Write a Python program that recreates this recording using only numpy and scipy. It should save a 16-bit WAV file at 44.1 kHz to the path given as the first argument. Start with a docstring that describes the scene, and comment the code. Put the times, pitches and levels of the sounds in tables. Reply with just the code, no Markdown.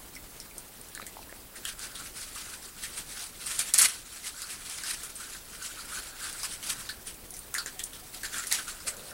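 """Dry pods snap and rustle as two small dogs sniff and root in a heap of them on a sack; claws tick, paws tap.
The pods scrape over each other as the dogs nudge them, and each sniff rings in a dog's nose.
We are on a concrete balcony: the walls answer briefly, the town hums far off, and late on come faint
distant pips and a low drone. The mono camera microphone hisses; its gain dips after loud moments."""
import sys
import numpy as np
from scipy import signal
from scipy.fft import rfft, irfft, next_fast_len
from scipy.io import wavfile
from scipy.ndimage import uniform_filter1d, map_coordinates

SR = 44100
rng = np.random.default_rng(int(sys.argv[2]) if len(sys.argv) > 2 else 0)


def materialize(psi):
    """Save the field psi as 16-bit PCM at rate SR to the path in sys.argv[1].

    A 1-D psi becomes a single channel; in a 2-D psi each row is a channel.
    """
    bounded = np.clip(np.atleast_2d(psi).T, -1, 1)
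    quanta = np.round(bounded * 32767).astype(np.int16)
    wavfile.write(sys.argv[1], SR, quanta)


N = 402633

# Spectrum of the far town hum and the camera hiss: frequency_hz, density_db
AMBIENCE_SPECTRUM = [(12, -12), (20, 7), (44, 2), (98, -5), (285, -6), (698, -10.5), (1810, -16.5),
                     (3070, -20.5), (3950, -19.5), (6540, -25.5), (9140, -18.5), (14700, -15.5),
                     (16000, -11)]
# Slow drift of that hum and hiss: time_s, gain_db
AMBIENCE_DRIFT = [(0, 0.5), (3, 0), (6, 1), (9.13, 2)]
# Spectrum of pods scraping together: frequency_hz, density_db
RUSTLE_SPECTRUM = [(470, -17.5), (850, -12), (1210, -8), (3600, -4.5), (4290, -3), (7170, -3.5), (7930, 0),
                   (10300, -1), (13600, -15), (15000, -30), (16000, -33)]
# Nasal resonances of the dogs' sniffs, odd modes of a closed tube: pitch_hz, width_hz, level_db
SNIFF_MODES = [(1445, 400, 3), (4400, 1400, -8), (7170, 1200, -5)]
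# Faint stirring and sniffing between the louder moments: time_s, rustle_db, sniff_db
STIRRING = [(0, -53.5, -66), (1.4, -54, -78), (1.6, -60, -59), (5, -59, -75), (6.4, -75, -60.5),
            (7, -55, -77), (7.3, -52.5, -78), (8.1, -51, -75), (8.4, -55, -53.5), (9.13, -52, -55.5)]
# A dog sniffs, snorts or nudges the pods: peak_s, rustle_db, rise_s, fall_s, sniff_db
SNIFFS_AND_NUDGES = [(1.575, -43, 0.03, 0.061, -53), (1.69, -38.5, 0.076, 0.069, -61),
                     (1.84, -36.5, 0.066, 0.065, -46.5), (2.0, -40.5, 0.15, 0.093, -48.5),
                     (2.07, -42.5, 0.057, 0.057, -65), (2.19, -39.5, 0.094, 0.23, -51),
                     (2.38, -41.5, 0.081, 0.39, -49.5), (2.53, -42.5, 0.09, 0.06, -60),
                     (2.64, -45.5, 0.044, 0.13, -68), (2.845, -37, 0.1, 0.088, -61),
                     (2.98, -37.5, 0.077, 0.082, -61), (3.11, -43, 0.099, .2, -61),
                     (3.225, -38, 0.18, 0.11, -61), (3.511, -32, 0.14, 0.14, -48.5),
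                     (3.598, -25.5, 0.024, 0.057, -55), (3.69, -35, 0.13, 0.049, -50),
                     (3.747, -25, 0.013, 0.049, -52), (3.796, -19.5, .02, .1, -43),
                     (3.845, -19, 0.066, 0.043, -38), (3.89, -31.5, .04, 0.14, -44),
                     (4.06, -48.5, .05, 0.11, -51), (4.16, -38, 0.14, .1, -54),
                     (4.275, -30, 0.052, 0.048, -49), (4.43, -39.5, 0.18, 0.068, -42.5),
                     (4.52, -35.5, 0.11, 0.083, -44.5), (4.71, -38, 0.2, 0.18, -53),
                     (4.79, -37.5, .1, 0.086, -56), (4.911, -29, 0.12, 0.078, -52),
                     (5.04, -39.5, .15, 0.15, -51), (5.2, -44.5, 0.087, 0.36, -48),
                     (5.37, -41, 0.35, .08, -65), (5.55, -42.5, 0.16, 0.13, -50),
                     (5.641, -36.5, 0.057, 0.18, -43), (5.78, -43.5, 0.081, .2, -48.5),
                     (5.971, -35.5, .17, 0.096, -44), (6.08, -42.5, .1, 0.093, -46.5),
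                     (6.2, -40.5, .06, 0.12, -48), (6.26, -34.5, 0.096, .12, -46),
                     (6.4, -38, 0.11, 0.097, -45), (6.445, -33.5, 0.042, 0.052, -47),
                     (6.54, -39, 0.13, 0.077, -54), (6.705, -29.5, .07, 0.056, -59),
                     (6.645, -38.5, 0.043, .1, -61), (6.79, -40.5, .1, 0.22, -50),
                     (6.9, -48, 0.027, 0.074, -57), (7.08, -38.5, 0.028, 0.061, -65),
                     (7.56, -40, 0.035, 0.083, -43), (7.61, -46, .04, 0.033, -44),
                     (7.68, -39, 0.029, 0.037, -55), (7.8, -41.5, 0.014, 0.041, -66),
                     (7.94, -47.5, 0.034, .1, -58), (8.15, -39.5, 0.025, 0.093, -60),
                     (8.25, -34, 0.022, 0.067, -46.5), (8.335, -41, 0.022, 0.045, -41.5),
                     (8.37, -36, 0.054, 0.15, -43), (8.45, -38.5, .05, 0.051, -56),
                     (8.538, -29, 0.05, 0.12, -54), (8.686, -36, .033, 0.08, -40),
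                     (8.88, -32, 0.027, 0.043, -47), (8.84, -46, 0.27, 0.11, -58),
                     (9.11, -47.5, 0.37, 0.041, -60)]
# Pod snaps and claw ticks: start_s, peak_db, low_ring_hz, low_ring_db, high_ring_hz, high_ring_db, tail_db
SNAPS_AND_TICKS = [(.1515, -30, 2120, -7, 5500, 3, -6), (.1625, -33, 2100, 11, 5540, -8, -8),
                   (.3999, -24, 2200, -7, 5440, 1.5, -5.5), (0.5094, -40, 2220, 16, 3880, 0, -12),
                   (.58, -23.5, 1390, -6, 8800, 2, -9), (0.812, -33, 2410, -6, 8850, 19, -15),
                   (.885, -35, 1500, -6, 9500, -4, -6), (0.949, -24.5, 1660, -6, 4030, -2, -3),
                   (1.016, -34, 2280, 10, 4050, 11, -7), (1.065, -24.5, 1970, -7, 7560, -25, -2),
                   (1.293, -35, 1730, 8, 8600, -4, -7), (1.5545, -34, 1840, 5, 9050, 0, 7),
                   (1.651, -18, 1770, -2, 3100, 0, -8.5), (1.68, -32, 1720, 10, 3160, 8, 2),
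                   (1.792, -27, 1330, -8, 9510, -4, -10), (1.9539, -31.5, 1890, -3, 3670, 13, -6),
                   (2.359, -29, 1260, 10, 8960, 2, -4), (2.836, -22.5, 1870, 5.5, 3200, 4, -14),
                   (2.977, -27, 2280, -4, 8650, 3, 0), (3.46, -24, 1750, -3, 8700, 17, 0),
                   (3.591, -11, 2410, -10, 9100, -2, -2), (3.7373, -5, 2220, -16, 8000, -21, -4),
                   (3.741, -4, 1280, -5, 7060, -8, -21), (3.7793, -8.5, 1430, -16, 8340, 8, -3),
                   (3.7842, -4.5, 2200, -9, 9900, 10, -5), (3.7914, -7, 1810, -3, 9860, 2, -11),
                   (3.7994, -15, 1970, -10, 9320, 0, -14), (3.8131, -8, 1620, -17, 9100, -8, 4),
                   (3.8172, -2.5, 2160, -12, 7800, -4, -1), (3.885, -17, 2030, -9, 10100, 6, -9),
                   (4.2417, -26, 2100, 11, 8800, 9, -2), (4.4176, -20.5, 1350, -18, 4700, -4, 3),
                   (4.6968, -20.5, 2410, -5, 8010, -4, -6), (4.8343, -20, 1570, 1, 5100, 0, -1),
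                   (5.0323, -25, 1310, -11, 9940, -7, 8), (5.154, -27.5, 1480, -21, 8650, 7, 3),
                   (5.199, -30.5, 1360, -1, 8150, -2, 5), (5.623, -27, 1480, -14, 6600, -3, 5),
                   (6.3269, -25, 1600, -8, 8500, -2, -2), (6.4311, -19.5, 1180, -2, 5170, 3, -6),
                   (6.6267, -26, 2320, 0, 2900, 1.5, -7), (6.8898, -20.5, 1620, 7.5, 4310, 9.5, -7.5),
                   (7.0667, -30, 1280, -5, 9200, 18, 20), (7.1416, -32.5, 2490, 0, 9300, 2, -4),
                   (7.3052, -27, 2490, -17, 9600, 15, -15), (7.3386, -27.5, 2180, -11, 6100, -5, 2),
                   (7.3656, -29.5, 1850, -14, 9820, -3, 1), (7.3902, -24.5, 1570, -18, 9100, 11, -13),
                   (7.5403, -17.5, 1330, 0, 9040, 3, -10), (7.5484, -19.5, 1820, 15, 6800, 4, -8),
                   (7.5812, -18.5, 1460, 4.5, 4420, 8, -3), (7.6598, -20, 1680, 15, 7300, 4, -13.5),
                   (7.7925, -21, 1900, -6, 3380, -1, -4.5), (7.835, -22, 1870, -23, 9000, 0, -2),
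                   (7.838, -16, 1870, -25, 9000, 2, -11), (7.9311, -30, 1800, 2, 3390, 6, -8),
                   (8.1443, -29, 1470, 2, 4770, 3, -14), (8.232, -23.5, 1660, 7, 4370, -4, -1),
                   (8.3411, -22, 1550, 7, 3470, -1, 3), (8.3812, -21.5, 1730, 12, 7370, 17, -5.5),
                   (8.4371, -23, 1820, 11.5, 7140, -1, -14), (8.469, -21, 1670, -30, 9750, 4, -3),
                   (8.496, -28, 1500, -13, 9000, 2, -11), (8.512, -19, 1970, 1, 4140, -1, 15),
                   (8.5235, -7, 2070, -10, 4870, -11, -9), (8.552, -23, 2050, -10, 7200, 14, -22),
                   (8.5842, -25, 1480, 7, 2970, -2, 2), (8.6794, -24, 1400, 3.5, 4080, -4, -10),
                   (8.8017, -34, 1330, 6, 4940, 8, -5), (8.8781, -21.5, 2070, 0, 8250, 3, 7),
                   (8.967, -30, 1190, -10, 10300, -1, -7), (8.994, -35.5, 1380, 9, 3610, 10, -9)]
# Dull paw taps: start_s, level_db, pitch_hz, edge_db
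PAW_TAPS = [(.976, -29, 1710, 9), (.998, -23, 1260, -2), (1.017, -33, 2320, 9), (1.026, -30, 590, 8),
            (1.169, -26, 880, -6), (1.191, -28.5, 870, -13), (1.229, -36, 2500, -3), (1.326, -29, 594, 8),
            (3.792, -27, 1900, -8), (6.433, -32, 940, 0), (7.66, -31.5, 507, 13), (8.523, -27, 820, 3)]
# Faint pips in the distance: start_s, level_db
FAR_PIPS = [(7.2, -58), (7.325, -47), (7.76, -45.5), (8.02, -44.5), (8.15, -48), (8.27, -54)]
# Decay time of the balcony walls: frequency_hz, t60_s
WALL_DECAY = [(500, 0.22), (3000, 0.094), (12000, 0.034)]


def amp(db):
    """dB to gain."""
    return 10 ** (np.asarray(db) / 20)


def unit(x):
    """Scaled to rms 1."""
    return x / np.sqrt(np.mean(x ** 2) + 1e-20)


def along(points, hz):
    """Interpolate (frequency_hz, value) points on a log frequency axis."""
    point_hz, values = np.transpose(points)
    return np.interp(np.log(hz + 1), np.log(point_hz + 1), values)


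def curves(rows):
    """One value per sample for each column after the time."""
    time_s, *columns = np.transpose(rows)
    return [np.interp(np.arange(N) / SR, time_s, column) for column in columns]


def wobble(rate_hz):
    """A smooth random curve with rate_hz knots a second."""
    knots = rng.standard_normal(int(N * rate_hz / SR) + 4)
    return map_coordinates(knots, [np.arange(N) * rate_hz / SR])


def filtered(x, response):
    """x through a complex frequency response."""
    size = next_fast_len(x.shape[-1] + 4096)
    return irfft(rfft(x, size) * response(np.fft.rfftfreq(size, 1 / SR)), size)[..., :x.shape[-1]]


def mode(f, hz, width_hz):
    """One resonance, gain 1 at its centre."""
    return 1j * f * width_hz / (hz * hz - f * f + 1j * f * width_hz)


def patchy(depth_db):
    """White noise with patches of random gain across time and frequency."""
    spectrum = signal.stft(rng.standard_normal(N), nperseg=256)[2]
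    patches = uniform_filter1d(rng.standard_normal(spectrum.shape), size=5, axis=0)
    patches = uniform_filter1d(patches, size=12, axis=1)
    return unit(signal.istft(spectrum * amp(depth_db * unit(patches)), nperseg=256)[1][:N])


def ambience(level_db=-47.5):
    """The bed under everything: far town hum and camera hiss, drifting slowly in level."""
    bed = unit(filtered(patchy(depth_db=1.5), lambda f: amp(along(AMBIENCE_SPECTRUM, f))))
    return amp(level_db + curves(AMBIENCE_DRIFT)[0]) * bed


def rooting_gains(drop_db=18.5, roundness=1.23):
    """Rustle and sniff gains: each sniff or nudge swells and dies, adding power to the faint stirring."""
    t = np.arange(-SR, SR) / SR
    power = np.pad(amp(curves(STIRRING)) ** 2, ((0, 0), (SR, SR)))
    for peak_s, rustle_db, rise_s, fall_s, sniff_db in SNIFFS_AND_NUDGES:
        from_peak = np.where(t < 0, -t / rise_s, t / fall_s)
        level_db = np.array([[rustle_db], [sniff_db]]) - drop_db * from_peak ** roundness
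        power[:, round(peak_s * SR):][:, :len(t)] += amp(level_db) ** 2
    return np.sqrt(power[:, SR:SR + N])


def pod_crackle(per_second, decay_cycles, spread_db):
    """Tiny cracks at random moments, each a damped sine of its own pitch and size."""
    when, pitch, strength = np.hsplit(rng.random((int(per_second * N / SR), 3)), 3)
    age = np.arange(160)  # samples
    hz = 1100 * (12000 / 1100) ** pitch
    size = amp(spread_db * np.minimum(-np.log(strength + 1e-9), 3)) * np.sqrt(hz)
    cracks = size * np.sin(2 * np.pi * hz * age / SR) * np.exp(-age * hz / (SR * decay_cycles))
    positions = (when * N).astype(int) + age
    return unit(np.bincount(positions.ravel(), cracks.ravel())[:N])


def pod_rustle():
    """Pods slide over each other: a hiss of tiny scrapes and cracks."""
    scrape = patchy(depth_db=2.5) + amp(-4.5) * pod_crackle(per_second=2500, decay_cycles=5.9, spread_db=2)
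    scrape *= amp(1.83 * wobble(rate_hz=70))
    return unit(filtered(scrape, lambda f: amp(along(RUSTLE_SPECTRUM, f))))


def sniffing():
    """Air rushes through a dog's nose and rings its resonances."""
    nose = lambda f: sum(amp(db) * mode(f, hz, width) ** 2 for hz, width, db in SNIFF_MODES)
    return unit(filtered(patchy(depth_db=6.5), nose))


def snaps_and_ticks(crack_delay_s=0.0012, crack_t60_s=0.007, crumble_t60_s=0.13):
    """A sharp crack of pod or claw just after first contact, then a crumbling tail, through two rings."""
    out, t = np.zeros(N + SR), np.arange(SR // 4) / SR
    crack = amp(-60 * (t - crack_delay_s) / crack_t60_s) * (t > crack_delay_s)
    for start_s, peak_db, low_hz, low_db, high_hz, high_db, tail_db in SNAPS_AND_TICKS:
        crumbs = rng.standard_normal(len(t)) * amp(2 * rng.standard_normal(len(t)))
        tail = amp(tail_db - 60 * t / crumble_t60_s) * (1 - np.exp(-t / 0.0023))
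        body = lambda f: (amp(-11) * mode(f, 7860, width_hz=8400) ** 4
                          + amp(high_db) * mode(f, high_hz, width_hz=420)
                          + amp(low_db) * mode(f, low_hz, width_hz=400) ** 2)
        bare_crack = filtered(crumbs * crack, lambda f: mode(f, 6700, width_hz=9600) ** 3)
        snap = filtered(crumbs * (crack + tail), body) + amp(-6.5) * bare_crack
        out[round(start_s * SR):][:len(t)] += amp(peak_db) * snap / np.abs(snap).max()
    return out[:N]


def balcony_walls(x, delay_samples=200):
    """Short reflections off the concrete around the microphone; the treble dies first."""
    hz, t, noise = signal.stft(rng.standard_normal(SR // 2), SR, nperseg=256)
    decay = amp(-60 * t / along(WALL_DECAY, hz)[:, None])
    tail = signal.istft(noise * decay, SR, nperseg=256)[1]
    return signal.fftconvolve(np.pad(x, (delay_samples, 0)), tail / np.linalg.norm(tail))[:N]


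def paw_taps(thud_t60_s=0.0098, edge_t60_s=0.0035, edge_hz=1800):
    """A paw lands softly: a few cycles of dull thud behind a short hard edge."""
    out, t = np.zeros(N), np.arange(SR // 20) / SR
    attack = 1 - np.exp(-t / 0.00046)
    for start_s, level_db, pitch_hz, edge_db in PAW_TAPS:
        thud = amp(-60 * t / thud_t60_s) * np.sin(2 * np.pi * pitch_hz * t)
        edge = amp(edge_db - 60 * t / edge_t60_s) * np.sin(2 * np.pi * edge_hz * t)
        out[round(start_s * SR):][:len(t)] += amp(level_db) * attack * (thud + edge)
    return out


def far_pips(pitch_hz=745, t60_s=0.17, attack_s=0.0081):
    """Short soft tones on one pitch, a long way from the microphone."""
    out, t = np.zeros(N), np.arange(SR // 5) / SR
    envelope = amp(-60 * t / t60_s) * (1 - np.exp(-t / attack_s))
    for start_s, level_db in FAR_PIPS:
        out[round(start_s * SR):][:len(t)] += amp(level_db) * envelope * np.sin(2 * np.pi * pitch_hz * t)
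    return out


def late_drone(full_at_s=8.85, rise_s=0.021, level_db=-53):
    """A low, narrow band of noise that sets in just before the end."""
    drone = unit(filtered(rng.standard_normal(N), lambda f: mode(f, 533, width_hz=210) ** 2))
    fade_in = np.clip((np.arange(N) / SR - full_at_s) / rise_s + 1, 0, 1)
    return amp(level_db) * fade_in * drone


def scene():
    """The balcony as it reaches one microphone, the same on both channels."""
    hits = snaps_and_ticks() + paw_taps() + far_pips()
    rustle_gain, sniff_gain = rooting_gains()
    rooting = rustle_gain * pod_rustle() + sniff_gain * sniffing()
    reflections = balcony_walls(amp(-14.5) * hits + amp(-13) * rooting)
    mono = rooting + hits + reflections + ambience() + late_drone()
    return np.array([mono, mono])


def record(dry, knee_db=-36, slope=0.33, averaging_s=0.85, hiss_db=-58, cutoff_hz=15830):
    """The camera lowers its gain with the recent power, adds steady hiss and cuts the top treble."""
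    memory = np.exp(-1 / (averaging_s * SR))
    recent_power = signal.lfilter([1 - memory], [1, -memory], dry[0] ** 2)
    gain = (1 + recent_power / amp(2 * knee_db)) ** (-slope / 2)
    hiss = amp(hiss_db) * unit(filtered(rng.standard_normal(N), lambda f: f / (f + 6000)))
    return filtered(dry * gain + hiss, lambda f: f < cutoff_hz)


dry = scene()
out = record(dry)
materialize(out)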